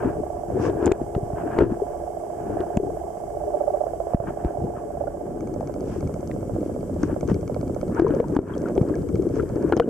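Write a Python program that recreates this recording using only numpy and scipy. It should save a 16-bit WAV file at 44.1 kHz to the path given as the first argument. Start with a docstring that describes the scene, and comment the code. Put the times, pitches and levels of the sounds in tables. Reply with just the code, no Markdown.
"""A gloved hand rubs sand off a coin beside a sealed underwater camera, then the diver moves on over the bed.
Sand rasps as shaped random grains, coarse grains crunch, grit clicks, and the housing knocks as a damped resonator.
Bubbles ring as short rising tones; river noise rumbles and hollow rings gurgle round the housing.
Electronics purr in bursts repeated every picture, later with thin ticks, over a faint filtered hiss.
A peak limiter lowers the whole sound on hard knocks."""
import sys
import numpy as np
from scipy import signal
from scipy.fft import rfft, irfft, next_fast_len
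from scipy.io import wavfile
from scipy.ndimage import uniform_filter1d, minimum_filter1d, map_coordinates

SR = 44100
rng = np.random.default_rng(int(sys.argv[2]) if len(sys.argv) > 2 else 0)


def wav_record(signal):
    """Record a signal, one row per channel, as 16-bit PCM in the file named by sys.argv[1]."""
    frames = np.transpose(np.atleast_2d(signal))
    bounded = np.clip(frames, -1, 1)
    # unit amplitude maps onto the largest positive 16-bit level
    quanta = np.round(bounded * 32767).astype(np.int16)
    wavfile.write(sys.argv[1], SR, quanta)


N = 436149
TIME = np.arange(N) / SR
RING = np.arange(SR // 10) / SR  # time axis of one short sound
PICTURE_S = 1001 / 15000  # the camera's picture period


def amp(db):
    """Logarithmic level: decibels to linear gain."""
    return 10 ** (np.asarray(db) / 20)


def unit(x):
    """Normalisation of mean power: scale to rms 1."""
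    return x / np.sqrt(np.mean(x ** 2) + 1e-20)


def curves(rows, at=TIME):
    """Linear interpolation in time of each column after the first."""
    s, *columns = np.transpose(rows)
    return [np.interp(at, s, column) for column in columns]


def wobble(rate, size=N):
    """Band-limited random modulation: a smooth curve through rate random knots a second."""
    position = np.arange(size) * rate / SR
    steps = np.arange(0, position[-1] + 1, 1 / 8)
    knots = rng.standard_normal(int(position[-1]) + 4)
    return np.interp(position, steps, map_coordinates(knots, [steps]))


def response(points, size=16384):
    """Minimum phase: the causal impulse response with the gain of (Hz, dB) points."""
    f, db = np.transpose(points)
    log_f = np.log(np.fft.rfftfreq(size, 1 / SR) + 1)
    cepstrum = irfft(np.log(amp(np.interp(log_f, np.log(f), db))))
    # folding the cepstrum forward in time makes the response causal
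    cepstrum[1:size // 2] *= 2
    cepstrum[size // 2 + 1:] = 0
    return irfft(np.exp(rfft(cepstrum)))


def colour(x, points):
    """Linear filtering: shape each channel with a spectrum."""
    return signal.oaconvolve(x, response(points)[None], axes=1)[:, :N]


def struck(impulses, points):
    """Impulse excitation: each impulse becomes a click of the same peak with the given spectrum."""
    click = response(points)
    return signal.oaconvolve(impulses, click / np.abs(click).max())[:N]


def add(track, s, sound):
    """Superposition: mix a sound in at time s."""
    i = int(round(s * SR))
    if 0 <= i < N:
        track[..., i:i + sound.shape[-1]] += sound[..., :N - i]


def pan(left_db):
    """Level difference between ears: gains of the two microphones, left_db apart."""
    return amp([[left_db / 2], [-left_db / 2]])


def spread(mid, side, side_db):
    """Partial coherence: a stereo pair of rms 1 from two unrelated signals."""
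    return unit(unit(mid) + amp(side_db) * unit(side) * np.array([[1], [-1]]))


def grit(rate, scatter_db):
    """Shot noise: random impulses of uneven size, on average rate a second."""
    size = amp(scatter_db * np.clip(rng.standard_normal(N), -2, 2))
    hits = rng.random(N) < rate / SR
    return unit(hits * rng.uniform(-1.13, 1, N) * size)


def blips(rate, pitch_hz, octaves, cycles, scatter_db):
    """Damped oscillation: a stream of short rings at scattered pitches."""
    count = int(rate * N / SR)
    start, pitch, size, sign = np.clip(rng.standard_normal((count, 4)), -2, 2).T
    start = np.abs((np.arange(count) + start) * SR / rate).astype(int)
    t = RING[:len(RING) // 2]
    turns = pitch_hz * 2 ** (octaves * pitch[:, None]) * t
    gain = (np.sign(sign) * amp(scatter_db * size))[:, None]
    envelope = (1 - np.exp(-2 * turns)) * np.exp(-turns / cycles)
    rings = gain * np.sin(2 * np.pi * turns) * envelope
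    places = start[:, None] + np.arange(len(t))
    return unit(np.bincount(places.ravel(), rings.ravel(), N)[:N])


def swell(start, end, rise, fall, db, at=TIME):
    """Exponential onset and decay: holds start to end, 20 dB down a rise before and a fall after."""
    outside = np.maximum(start - at, 0) / rise + np.maximum(at - end, 0) / fall
    return amp(db - 20 * np.minimum(outside, 10))


def swells(rows):
    """Energy summation: the joint gain of (crest s, rise s, fall s, dB) swells, added in power."""
    coarse = np.linspace(0, N / SR, 4000)
    power = sum(swell(s, s, rise, fall, db, coarse) ** 2 for s, rise, fall, db in rows)
    return np.interp(TIME, coarse, np.sqrt(power))


# strokes that rub sand in the glove or stir it on the bed: crest_s [s], rise_s [s], fall_s [s], level_db [dB]
SAND_STROKES = [(.065, 0.17, 0.11, -36.5), (.65, 0.11, 0.11, -33.5), (.855, 0.12, 0.13, -34.5),
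                (1.385, 0.075, 0.23, -43), (1.53, 0.22, 0.11, -43), (1.615, 0.064, 0.05, -25.5),
                (1.725, 0.079, 0.052, -42.5), (2.46, 0.18, 0.44, -49.5), (2.6, 0.27, 0.24, -46.5),
                (4.13, 0.067, 0.021, -47), (4.275, 0.064, 0.058, -40.5), (4.46, 0.13, 0.13, -46.5),
                (4.77, 0.025, 0.071, -45), (5.95, 0.23, 0.16, -50.5), (7.04, 0.028, 0.048, -42.5),
                (7.115, 0.15, 0.075, -44.5), (7.3, 0.024, 0.04, -37.5), (7.985, 0.077, 0.28, -37),
                (8.2, 0.091, 0.11, -48), (8.35, 0.036, 0.16, -43), (8.51, 0.07, 0.11, -39),
                (8.68, 0.042, 0.06, -43.5), (8.89, 0.11, .09, -49), (9.39, 0.11, 0.057, -44.5),
                (9.67, 0.38, 0.54, -46)]
# spectrum of the rasping grains: frequency_hz [Hz], level_db [dB per Hz]
RASP_SPECTRUM = [(500, -23.5), (900, 22.5), (1300, 15), (1650, 16), (1950, 2), (2400, -0.5), (3100, -8),
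                 (3700, -23.5), (6000, -34), (9000, -48.5), (14000, -56)]
# fine sand pouring: centre_s [s], length_s [s, Gaussian width], level_db [dB]
SAND_POURS = [(0.647, 0.032, -48), (0.863, 0.034, -59.5), (1.61, 0.017, -61), (5.92, 0.056, -56),
              (6.655, 0.02, -62), (7.033, 0.027, -56.5), (7.3, 0.015, -52.5), (9.37, 0.03, -56.5)]
# spectrum of fine sand: frequency_hz [Hz], level_db [dB per Hz]
FINE_SAND_SPECTRUM = [(1200, -17), (2200, 7), (3100, 3), (4000, -6), (5500, 5.5), (6800, 2), (8500, -4),
                      (12000, -30)]
DRIFT_DB = -59  # sand that drifts between the strokes
FROTH_DB = -1  # tiny bubbles against the grains, at full froth


def sand():
    """Granular friction: grains rasp under glove and search coil, the stirred bed froths, fine sand fizzes."""
    frothing = np.interp(TIME, [7.4, 7.9, 9, 9.5], [0, 0.91, 0.88, 0.39])
    grains = colour(np.array([grit(2200, 2.2) for _ in range(2)]), RASP_SPECTRUM)
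    grains = spread(*grains, side_db=-7) * pan(4.3)
    froth = [blips(rate=450, pitch_hz=1250, octaves=0.3, cycles=6, scatter_db=9) for _ in range(2)]
    froth = spread(*froth, side_db=-3)
    rubbing = np.hypot(amp(DRIFT_DB), swells(SAND_STROKES)) * amp(1.9 * wobble(45))
    rasp = rubbing * (grains + frothing * amp(FROTH_DB) * froth)
    pouring = sum(amp(db) * np.exp(-.5 * ((TIME - s) / length) ** 2) for s, length, db in SAND_POURS)
    fine = colour(np.array([grit(2900, 3.3) for _ in range(2)]), FINE_SAND_SPECTRUM)
    return rasp + pouring * spread(*fine, side_db=-0.5)


# coarse grains catching under the glove or the search coil: start_s [s], level_db [dB]
GRAIN_CATCHES = [(.758, -45), (0.811, -44), (1.474, -41), (1.515, -33), (1.566, -36), (1.608, -27),
                 (2.591, -39), (2.611, -33), (4.272, -40), (4.286, -41), (7.034, -24.5), (7.115, -37),
                 (7.288, -32), (7.302, -33), (9.396, -33), (9.404, -29), (9.724, -12), (9.734, -21)]
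# spectrum of their crunch: frequency_hz [Hz], level_db [dB]
CRUNCH_SPECTRUM = [(500, -22), (950, -0.5), (1550, 2), (2000, -11), (3100, -26), (3800, -36), (9000, -54)]


def catches():
    """Stick-slip: a coarse grain sticks under the glove or the coil and lets go with a brief crunch."""
    crunch = np.zeros(N)
    for s, db in GRAIN_CATCHES:
        tail = 0.17 * rng.standard_normal(len(RING)) * amp(-60 * RING / 0.017)
        add(crunch, s, amp(db) * ((RING == 0) + tail))
    return struck(crunch, CRUNCH_SPECTRUM) * pan(2.8)


# coin, shell and grit clicks: start_s [s], level_db [dB], pitch_hz [Hz]
HARD_CLICKS = [(.859, -19, 7000), (0.866, -31, 7160), (0.92, -16, 2460), (0.92, -22, 6940),
               (1.149, -41, 2730), (2.606, -37.5, 2970), (2.772, -25.5, 2610), (2.771, -29, 7180),
               (6.275, -36.5, 6230), (6.314, -29.5, 1980), (7.032, -29.5, 5850), (8.58, -34.5, 5900),
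               (9.767, -27, 6350), (9.774, -28.5, 5160)]


def clicks():
    """Impact of hard bodies: small bits touch with a very short ring of irregular phase."""
    out = np.zeros((2, N))
    for s, db, hz in HARD_CLICKS:
        roughness = 0.66 * np.array([wobble(2500, size=len(RING)) for _ in range(2)])
        phase = 2 * np.pi * hz * RING + roughness
        add(out, s, amp(db - 60 * RING / 0.0078) * np.sin(phase))
    return out


# knocks on the housing, levels before onset and panning:
# start_s [s], level_db [dB], pitch_hz [Hz], t60_s [s], contact_db [dB against the knock]
HOUSING_KNOCKS = [(0.048, -15.5, 264, 0.082, -26), (0.572, -14, 427, 0.027, -28),
                  (.665, -12.5, 472, 0.027, -18), (.697, -10.5, 390, 0.025, -20),
                  (.826, -11, 353, 0.055, -21.5), (0.865, -7, 272, 0.045, -12),
                  (.876, -1.5, 372, 0.022, -16.5), (0.893, -6, 328, 0.027, -33),
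                  (.916, 2.5, 387, 0.028, -19), (1.015, -6, 336, 0.013, -38),
                  (1.15, -16.5, 438, 0.021, -13), (1.164, -2.5, 127, 0.016, -44),
                  (1.177, -8, 392, 0.035, -49), (1.23, -12, 109, 0.04, -49), (1.332, -10, 123, 0.032, -39),
                  (1.587, -1.5, 375, 0.039, -14), (1.608, -1, 385, 0.049, -26), (1.622, 4, 343, 0.031, -31),
                  (1.633, -3.5, 320, 0.037, -25.5), (1.664, -7, 344, 0.038, -45),
                  (1.721, -2.5, 258, 0.021, -47), (1.818, -6.5, 411, 0.049, -55),
                  (2.603, -11.5, 368.4, 0.063, -25), (2.763, -14, 248, 0.038, -40),
                  (2.772, 2, 218, 0.019, -24), (2.799, -10.5, 404, 0.054, -40),
                  (2.831, -7.5, 370, 0.028, -50), (4.146, 6.5, 182.4, 0.014, -37),
                  (4.2, -10, 111.5, 0.029, -40), (4.447, -6, 343, 0.022, -28),
                  (4.455, -6.5, 65, 0.035, -43), (4.648, -9.5, 406, 0.035, -45),
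                  (7.033, -6, 304, 0.051, -30), (7.127, -12, 310, 0.067, -35),
                  (7.315, -7.5, 192, 0.065, -28), (7.996, 3, 338, 0.046, -16), (8.02, 0.5, 338, 0.061, -35),
                  (8.046, -0.5, 410, 0.036, -41.5), (8.072, -13, 454, 0.13, -39),
                  (8.106, -5, 295, 0.046, -29), (8.138, -12, 536, 0.066, -28),
                  (8.323, -13.5, 328, 0.035, -29), (8.201, -0.5, 483, 0.036, -25),
                  (8.365, 6.5, 289, 0.038, -15.5), (8.389, 7, 365, 0.017, -33),
                  (8.778, -1, 368, 0.03, -26.5), (8.812, 3.5, 135, 0.024, -40),
                  (8.906, -11, 305, 0.064, -39), (9.195, -6, 364, 0.044, -54), (9.268, -1, 349, 0.026, -60),
                  (9.435, -7, 420, 0.024, -43), (9.559, -9.5, 313, 0.05, -43), (9.723, 0, 387, 0.037, -14),
                  (9.734, -2, 330, 0.052, -36.5), (9.767, -0.5, 426, 0.019, -21.5),
                  (9.775, -2.5, 332, 0.023, -20), (9.798, 3.5, 472, 0.071, -10)]
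# spectrum of the contact scuff: frequency_hz [Hz], level_db [dB]
CONTACT_SPECTRUM = [(200, -20), (600, 21), (1400, 4), (1900, -3.5), (2300, -3.5), (2650, -11.5), (3100, -8),
                    (3900, -18.5), (6000, -22.5), (9000, -28), (14000, -30)]


def knocks():
    """Damped resonance: each blow scuffs the shell and rings the water-damped housing for a few cycles."""
    thuds, contacts = np.zeros((2, N)), np.zeros(N)
    for s, db, hz, t60, contact_db in HOUSING_KNOCKS:
        # a soft contact starts more gently
        onset = 1 - np.exp(-RING / np.interp(contact_db, [-50, -36], [.003, .001]))
        ring = np.sin(2 * np.pi * hz * RING) * amp(-60 * RING / t60)
        # the whole case shifts in the water
        push = 1.73 * np.sin(2 * np.pi * 85 * RING) * amp(-60 * RING / 0.007)
        lean_db = 5 * min(hz / 330, 1)  # higher rings lean further to the left microphone
        add(thuds, s, amp(db) * onset * (ring * pan(lean_db) + rng.choice([-1, 1]) * push))
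        scuff = (RING == 0) + 0.28 * rng.standard_normal(len(RING)) * amp(-60 * RING / 0.015)
        add(contacts, s + 0.00077, amp(db + contact_db) * scuff)
    return thuds + struck(contacts, CONTACT_SPECTRUM) * pan(0.81)


# single bubbles, levels before onset and panning: start_s [s], level_db [dB], pitch_hz [Hz]
SINGLE_BUBBLES = [(4.764, -34, 1250), (4.782, -33, 1070), (5.073, -34, 1420), (5.608, -18.5, 670),
                  (7.969, -25.5, 1430), (7.978, -19, 885), (8.066, -14, 995), (8.241, -20.5, 940),
                  (8.537, -38.5, 3200), (8.658, -26, 1370), (8.94, -33, 1640), (9.397, -23.5, 1360),
                  (9.731, -19, 1360), (9.773, -35, 3070), (9.821, -21, 1480), (9.832, -39, 2960)]
SPLASH_DB, SPLASH_T60_S = -27.5, 0.052  # the splash round a bubble, against its ring


def bubbles():
    """Volume pulsation: a freed bubble splashes faintly and rings unsteadily, its pitch creeping up."""
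    rings, splash = np.zeros((2, N))
    for s, db, hz in SINGLE_BUBBLES:
        phase = 2 * np.pi * hz * RING * (1 + 0.28 * RING) + 0.53 * wobble(350, size=len(RING))
        onset = 1 - np.exp(-RING / 0.00087)
        add(rings, s, amp(db - 60 * RING / 0.034) * onset * np.sin(phase))
        add(splash, s, amp(db + SPLASH_DB - 60 * RING / SPLASH_T60_S))
    noise = unit(colour(rng.standard_normal((1, N)), RASP_SPECTRUM))[0]
    return (rings + splash * noise) * pan(6.2)


# steady current past the housing, stronger once the diver moves on: time_s [s], level_db [dB before CURRENT_DB]
CURRENT_LEVELS = [(0.0, -59), (4.0, -61.5), (5.4, -51.5), (7.22, -43), (7.52, -46.5), (9.59, -47),
                  (9.89, -54)]
# surges pushed at the housing by each move of hand or body:
# crest_s [s], rise_s [s], fall_s [s], rumble_db [dB], gurgle_db [dB]
WATER_SURGES = [(.06, 0.1, 0.11, -24.5, -24.5), (.2, 0.064, 0.071, -31.5, -27.5),
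                (0.559, 0.13, 0.66, -26.5, -26), (0.666, 0.063, 0.097, -31, -22.5),
                (0.885, 0.11, 0.048, -30.5, -17.5), (1.46, 0.19, 0.077, -34.5, -29.5),
                (1.62, 0.095, 0.15, -21, -18.5), (2.549, 0.27, 0.25, -30.5, -30),
                (2.869, 0.22, 0.15, -33.5, -29), (3.468, 0.076, 0.3, -66, -37),
                (4.28, 0.052, 0.047, -26.5, -30.5), (4.65, 0.22, 0.16, -31.5, -32),
                (5.45, 0.5, 1, -37.5, -37.5), (5.98, 0.33, 0.31, -30, -34), (7.06, 0.093, 0.34, -32.5, -32),
                (7.31, 0.11, 0.22, -26.5, -26.5), (8.1, 0.2, 0.16, -27.5, -22.5),
                (8.34, 0.054, 0.12, -34, -24.5), (9.22, 0.74, 0.21, -27, -27.5),
                (9.4, 0.14, 0.086, -22, -23.5), (9.66, 0.17, 0.19, -28.5, -26.5)]
# broad wash as the diver gets under way: time_s [s], level_db [dB]
WASH_LEVELS = [(0, -54), (3.3, -59.5), (4.3, -48), (5.9, -33.5), (6.7, -34.5), (7.8, -32), (8.1, -25),
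               (8.7, -28.5), (9.5, -29.5), (9.89, -22)]
# spectra of eddies, wash and the river's deep swell: frequency_hz [Hz], level_db [dB per Hz]
RUMBLE_SPECTRUM = [(15, -32), (28, -4), (42, -11.5), (70, -3), (120, -1.5), (200, -5), (280, -8.5),
                   (450, -34.5), (900, -62.5)]
WASH_SPECTRUM = [(70, -30), (150, 1.5), (330, 8.5), (520, 1.5), (700, -9), (900, -25.5), (1250, -27.5),
                 (1800, -46), (3000, -54)]
DEEP_SPECTRUM = [(15, -35), (30, -1.5), (45, 2), (75, -0.5), (110, -9), (170, -10.5), (300, -35),
                 (600, -64.5)]
CURRENT_DB, DEEP_DB = 12, -44.5  # rumble over the current table; mean level of the deep swell
CALM_GURGLE_DB, GURGLE_GROWS = -45, 0.31  # gurgle in calm water, and its dB per dB of current


def water():
    """Flow noise: current and surges buffet the housing and set its hollow ringing; moving on adds a wash."""
    current_db, = curves(CURRENT_LEVELS)
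    rumble_rows = [(s, rise, fall, db) for s, rise, fall, db, _ in WATER_SURGES]
    gurgle_rows = [(s, rise, fall, db) for s, rise, fall, _, db in WATER_SURGES]
    push = np.hypot(amp(current_db + CURRENT_DB), swells(rumble_rows))
    calm_db = CALM_GURGLE_DB + GURGLE_GROWS * (current_db - current_db.min())
    slosh = np.hypot(amp(calm_db), swells(gurgle_rows))

    eddies = colour(np.array([grit(500, 3.2) for _ in range(2)]), RUMBLE_SPECTRUM)
    eddies = spread(*eddies, side_db=-13.5)
    deep = spread(*colour(rng.standard_normal((2, N)), DEEP_SPECTRUM), side_db=-8)
    deep = amp(DEEP_DB + 2.7 * wobble(6)) * deep
    rumble = deep + push * amp(2.16 * wobble(20)) * eddies * pan(0.4)

    hollow = [blips(rate=110, pitch_hz=365.2, octaves=0.21, cycles=2.07, scatter_db=1.5) for _ in range(2)]
    hollow = colour(np.array(hollow), [(130, -16.0), (240, -6.5), (330, -1.0),
                                       (480, -0.5), (800, -13.0), (1600, -23.0)])
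    gurgle = slosh * spread(*hollow, side_db=-9.5) * pan(7.9)

    wash = colour(np.array([grit(700, 2.9) for _ in range(2)]), WASH_SPECTRUM)
    wash = spread(*wash, side_db=-16.5) * pan(-.5)
    return rumble + gurgle + amp(curves(WASH_LEVELS)[0] + 3.1 * wobble(9.6)) * wash


# working states of the electronics, by name: start_s [s], end_s [s], rise_s [s], fall_s [s], level_db [dB]
STATE_SPELLS = {"busy": [(0, 4.53, .1, 2.4, -23)], "strained": [(3.53, 3.81, 0.17, 0.068, -11.5),
                (5.0, 5.08, 0.25, 0.49, -19)], "idle": [(5.55, 8.2, 0.46, 9.6, -21.5),
                (7.15, 7.9, 0.086, 0.16, -32.5)]}


def holding(state, at=TIME):
    """Amplitude envelope: the strength of a working state of the electronics."""
    return sum(swell(*spell, at) for spell in STATE_SPELLS[state])


# spectrum of the case's thump: frequency_hz [Hz], level_db [dB]
CASE_SPECTRUM = [(120, -38), (330, -18.5), (480, 10), (590, 15), (710, 5.5), (850, -17), (1020, -9.5),
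                 (1160, -24.5), (1320, -14.5), (1800, -42), (3000, -65), (6000, -90)]
# modes the case rings with after a kick: pitch_hz [Hz], level_db [dB against the kick], t60_s [s]
RINGING_MODES = [(590, -18.5, 0.17), (705, -16, 0.099), (821.5, -21, 0.12), (990, -33, 0.25),
                 (1138, -32, 0.19)]
CASE_ATTACK_S = 0.00082  # the case's ring takes a moment to build


def kicked(kicks):
    """Modal excitation: a kick thumps the case and leaves its narrow modes ringing."""
    t = np.arange(SR // 4) / SR
    ring = sum(amp(db - 60 * t / t60) * np.sin(2 * np.pi * hz * t) for hz, db, t60 in RINGING_MODES)
    ring = ring * (1 - np.exp(-t / CASE_ATTACK_S))
    return struck(kicks, CASE_SPECTRUM) + signal.oaconvolve(kicks, ring)[:N]


# hard snaps inside the case, in two short runs about a picture apart: start_s [s], level_db [dB]
CASE_SNAPS = [(3.867, -17), (3.934, -18.5), (4.002, -16), (4.069, -21), (4.135, -13.5), (4.201, -15),
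              (5.003, -27), (5.07, -24)]
SNAP_HZ, SNAP_T60_S, SNAP_RING_DB = 665.5, 0.12, -1.5  # the short ring, its level against the snap


def snaps():
    """Impulse response: for two short spells, once a picture, a hard kick rings the case with a decaying tone."""
    kicks, rings = np.zeros((2, N))
    tone = (1 - np.exp(-RING / CASE_ATTACK_S)) * np.sin(2 * np.pi * SNAP_HZ * RING)
    for s, db in CASE_SNAPS:
        add(kicks, s, np.array([amp(db)]))
        add(rings, s, amp(db + SNAP_RING_DB - 60 * RING / SNAP_T60_S) * tone)
    return rings + kicked(kicks)


BURST_ATTACK_S, SINK_S = 0.0047, 0.0018  # time constants of a burst's swell and of its sinking pitch
DRIFT_S = .15  # the bursts change slowly, over about this long
FLUTTER_DB, FLUTTER_RATE = 2.26, 170  # the tones are rough: depth, and random knots a second


def bursts(pattern, state, jitter_s, detune, scatter_db, sink):
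    """Periodic excitation: drifting bursts recur every picture; kicks ring the case, tones sink in pitch."""
    tones, kicks = np.zeros((2, N))
    starts, t = np.arange(0, N / SR, PICTURE_S), RING[:len(RING) // 2]
    sinking = t + sink * SINK_S * (1 - np.exp(-t / SINK_S))  # the tone begins above its pitch
    strength = holding(state, starts)
    for delay, db, hz, length, kick_db in pattern:
        shape = amp(db) * (1 - np.exp(-t / BURST_ATTACK_S)) * np.exp(-(t / length) ** 4)
        drifts = [map_coordinates(knots, [starts / DRIFT_S], mode="mirror")
                  for knots in rng.standard_normal((3, len(starts)))]
        for s, gain, late, off, size in zip(starts + delay, strength, *drifts):
            s, gain = s + jitter_s * late, gain * amp(scatter_db * size)
            add(tones, s, gain * shape * np.sin(2 * np.pi * hz * (1 + detune * off) * sinking))
            add(kicks, s, np.array([gain * amp(kick_db)]))
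    return tones * amp(FLUTTER_DB * wobble(FLUTTER_RATE)) + kicked(kicks)


# bursts within one picture, for each working state, levels against the state's strength and before the
# tone's envelope: delay_s [s], level_db [dB], pitch_hz [Hz], length_s [s], kick_db [dB]
BUSY_BURSTS = [(-.0034, 2.5, 733, 0.0065, -5), (.005, -1, 700, 0.017, -22), (.013, -6, 590, 0.032, -15),
               (.03, -5.5, 760, 0.0038, -8), (.0335, 10.5, 630, 0.0059, -11), (.041, -6.5, 705, 0.028, -13),
               (.04, -7.5, 570, 0.0078, -30)]
STRAINED_BURSTS = [(-.003, -10, 748, 0.019, -17), (.001, 1, 583, 0.017, -15),
                   (.002, -25.5, 1160, 0.012, -41), (.003, -17, 862, .016, -29),
                   (.031, -7, 693, 0.0089, -19)]
IDLE_BURSTS = [(.002, -8.5, 615.5, 0.0044, -9.5), (.0222, 0, 560, 0.0043, 1.5)]
# the case's narrow resonances, droning on between bursts: frequency_hz [Hz], level_db [dB per Hz]
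DRONE_SPECTRUM = [(380, -25.5), (430, -7), (520, -19), (552, -3), (590, -0.5), (620, -8), (690, 4.5),
                  (722, 0.5), (760, -17.5), (825, 3.5), (890, -24), (960, -25.5), (990, -5), (1035, -25),
                  (1085, -27), (1140, -5), (1230, -44), (3000, -65)]
# the hollow side of the case, droning at the left microphone: frequency_hz [Hz], level_db [dB per Hz]
HOLLOW_SPECTRUM = [(200, -34), (310, -14.5), (350, -7.5), (425, 8), (490, -6.5), (525, -15), (560, -4.5),
                   (620, -23), (1200, -54.5)]
DRONE_DB = -18  # against the busy state's strength


def electronics():
    """Periodic pulse train: a purr at the picture rate near the right microphone, a lower hum at the left."""
    busy = holding("busy")
    drone = busy * amp(DRONE_DB) * unit(colour(rng.standard_normal((1, N)), DRONE_SPECTRUM))[0]
    busy_bursts = bursts(BUSY_BURSTS, "busy", jitter_s=0.00018, detune=0.012, scatter_db=2.2, sink=.33)
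    idle_bursts = bursts(IDLE_BURSTS, "idle", jitter_s=0.00034, detune=0.058, scatter_db=1.5, sink=0.49)
    strain = bursts(STRAINED_BURSTS, "strained", jitter_s=0.00031, detune=0.014, scatter_db=1.7, sink=0.16)
    purr = drone + snaps() + busy_bursts + idle_bursts + strain
    # the left microphone hears the purr weaker and later
    far_side = np.interp(TIME - .00015, TIME, amp(-15.0) * purr)
    hum = amp(-19.5 + 1.4 * wobble(30)) * np.sin(2 * np.pi * 341 * TIME + 0.23 * wobble(12))
    hollow = amp(-21.5) * unit(colour(rng.standard_normal((1, N)), HOLLOW_SPECTRUM))[0]
    hollow_strength = busy + amp(-11.5) * holding("strained")
    return np.array([far_side, purr]) + busy * hum * pan(8.3) + hollow_strength * hollow * pan(16.4)


# level of the ticks, inaudible at first: time_s [s], level_db [dB]
TICK_LEVELS = [(5.301, -80), (5.4, -38.5), (6.28, -41), (6.37, -49), (7.13, -47), (7.2, -35), (7.62, -35.5),
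               (7.75, -38), (9.89, -39.5)]
# when single ticks come faint: time_s [s]
FAINT_TICK_TIMES = [5.606, 5.873, 5.94, 7.407, 7.674]
# spectrum of a tick: frequency_hz [Hz], level_db [dB]
TICK_SPECTRUM = [(700, -8), (1300, 20), (1900, -12.5), (2250, 13), (2700, -14), (3100, 0), (3700, -13.5),
                 (4500, 2), (5400, -2), (6400, 8.5), (7500, -25), (12000, -48)]
FAINT_DB, TICK_SCATTER_DB = -7, 1  # a faint tick against its neighbours; random spread of all ticks
# the tick's place in the picture, which slips steadily later from TICK_SLIP_FROM_S on [s, s, s per s]
TICK_DELAY_S, TICK_SLIP_FROM_S, TICK_SLIP_PER_S = 0.0018, 7.1, 0.0057


def ticking():
    """Periodic impulses: thin, dry ticks at the picture rate emerge after 5 s; a few are faint."""
    starts = np.arange(0, N / SR, PICTURE_S)
    delays = TICK_DELAY_S + TICK_SLIP_PER_S * np.maximum(starts - TICK_SLIP_FROM_S, 0)
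    faint = np.abs(starts[:, None] - FAINT_TICK_TIMES).min(axis=1) < PICTURE_S / 2
    levels = curves(TICK_LEVELS, starts)[0] + FAINT_DB * faint
    ticks = np.zeros(N)
    for s, db in zip(starts + delays, levels):
        snap = (RING == 0) + 0.23 * rng.standard_normal(len(RING)) * amp(-60 * RING / 0.0024)
        add(ticks, s, amp(db + TICK_SCATTER_DB * rng.standard_normal()) * snap)
    return struck(ticks, TICK_SPECTRUM)


# spectrum of the microphone hiss: frequency_hz [Hz], level_db [dB per Hz]
HISS_SPECTRUM = [(1290, -44), (2200, 1.5), (2320, -19), (3220, -5), (3450, -24.5), (3700, -13.5),
                 (4120, -33), (4520, -11), (5320, -5.5), (6400, -4), (7960, 1), (9430, -6.5), (13100, -7.5),
                 (13700, -12.5), (14000, -7)]
# the hiss sags for a while: time_s [s], level_db [dB]
HISS_LEVELS = [(0, -57), (4.1, -56.5), (4.6, -58.5), (5.3, -59.5), (6.1, -56.5), (9.89, -57.5)]


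def hiss():
    """Uncorrelated noise: each microphone has its own faint hiss."""
    return amp(curves(HISS_LEVELS)[0]) * unit(colour(rng.standard_normal((2, N)), HISS_SPECTRUM))


PORT_LAG_S = .00003  # sound reaches the right microphone a little later


def scene():
    """Superposition and travel time: all that reaches the microphones inside the housing."""
    left, right = (sand() + catches() + clicks() + knocks() + bubbles()
                   + water() + electronics() + ticking())
    m = next_fast_len(N + SR // 2)
    lag = np.exp(-2j * np.pi * np.fft.rfftfreq(m, 1 / SR) * PORT_LAG_S)
    late = irfft(rfft(right, m) * lag, m)[:N]
    return np.array([left, late]) + hiss()


def limiter(x, ceiling_db, release_db):
    """Dynamic compression: gain drops at once on a peak and recovers by release_db a second."""
    over = np.maximum(20 * np.log10(np.abs(x).max(0) + 1e-9) - ceiling_db, 0)
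    cut = np.maximum.accumulate(over + release_db * TIME) - release_db * TIME
    return x * amp(uniform_filter1d(minimum_filter1d(-cut, size=45), size=45))


TOP_HZ = 13750  # the camera's band limit


def record(dry):
    """Band limitation: the camera cuts the deepest bass, limits peaks and keeps nothing above TOP_HZ."""
    m = next_fast_len(N + SR // 2)
    low_cut = signal.butter(2, 30, "highpass", fs=SR, output="sos")
    limited = limiter(signal.sosfilt(low_cut, dry), ceiling_db=-5.5, release_db=49.5)
    return irfft(rfft(limited, m) * (np.fft.rfftfreq(m, 1 / SR) < TOP_HZ), m)[:, :N]


dry = scene()
out = record(dry)
wav_record(out)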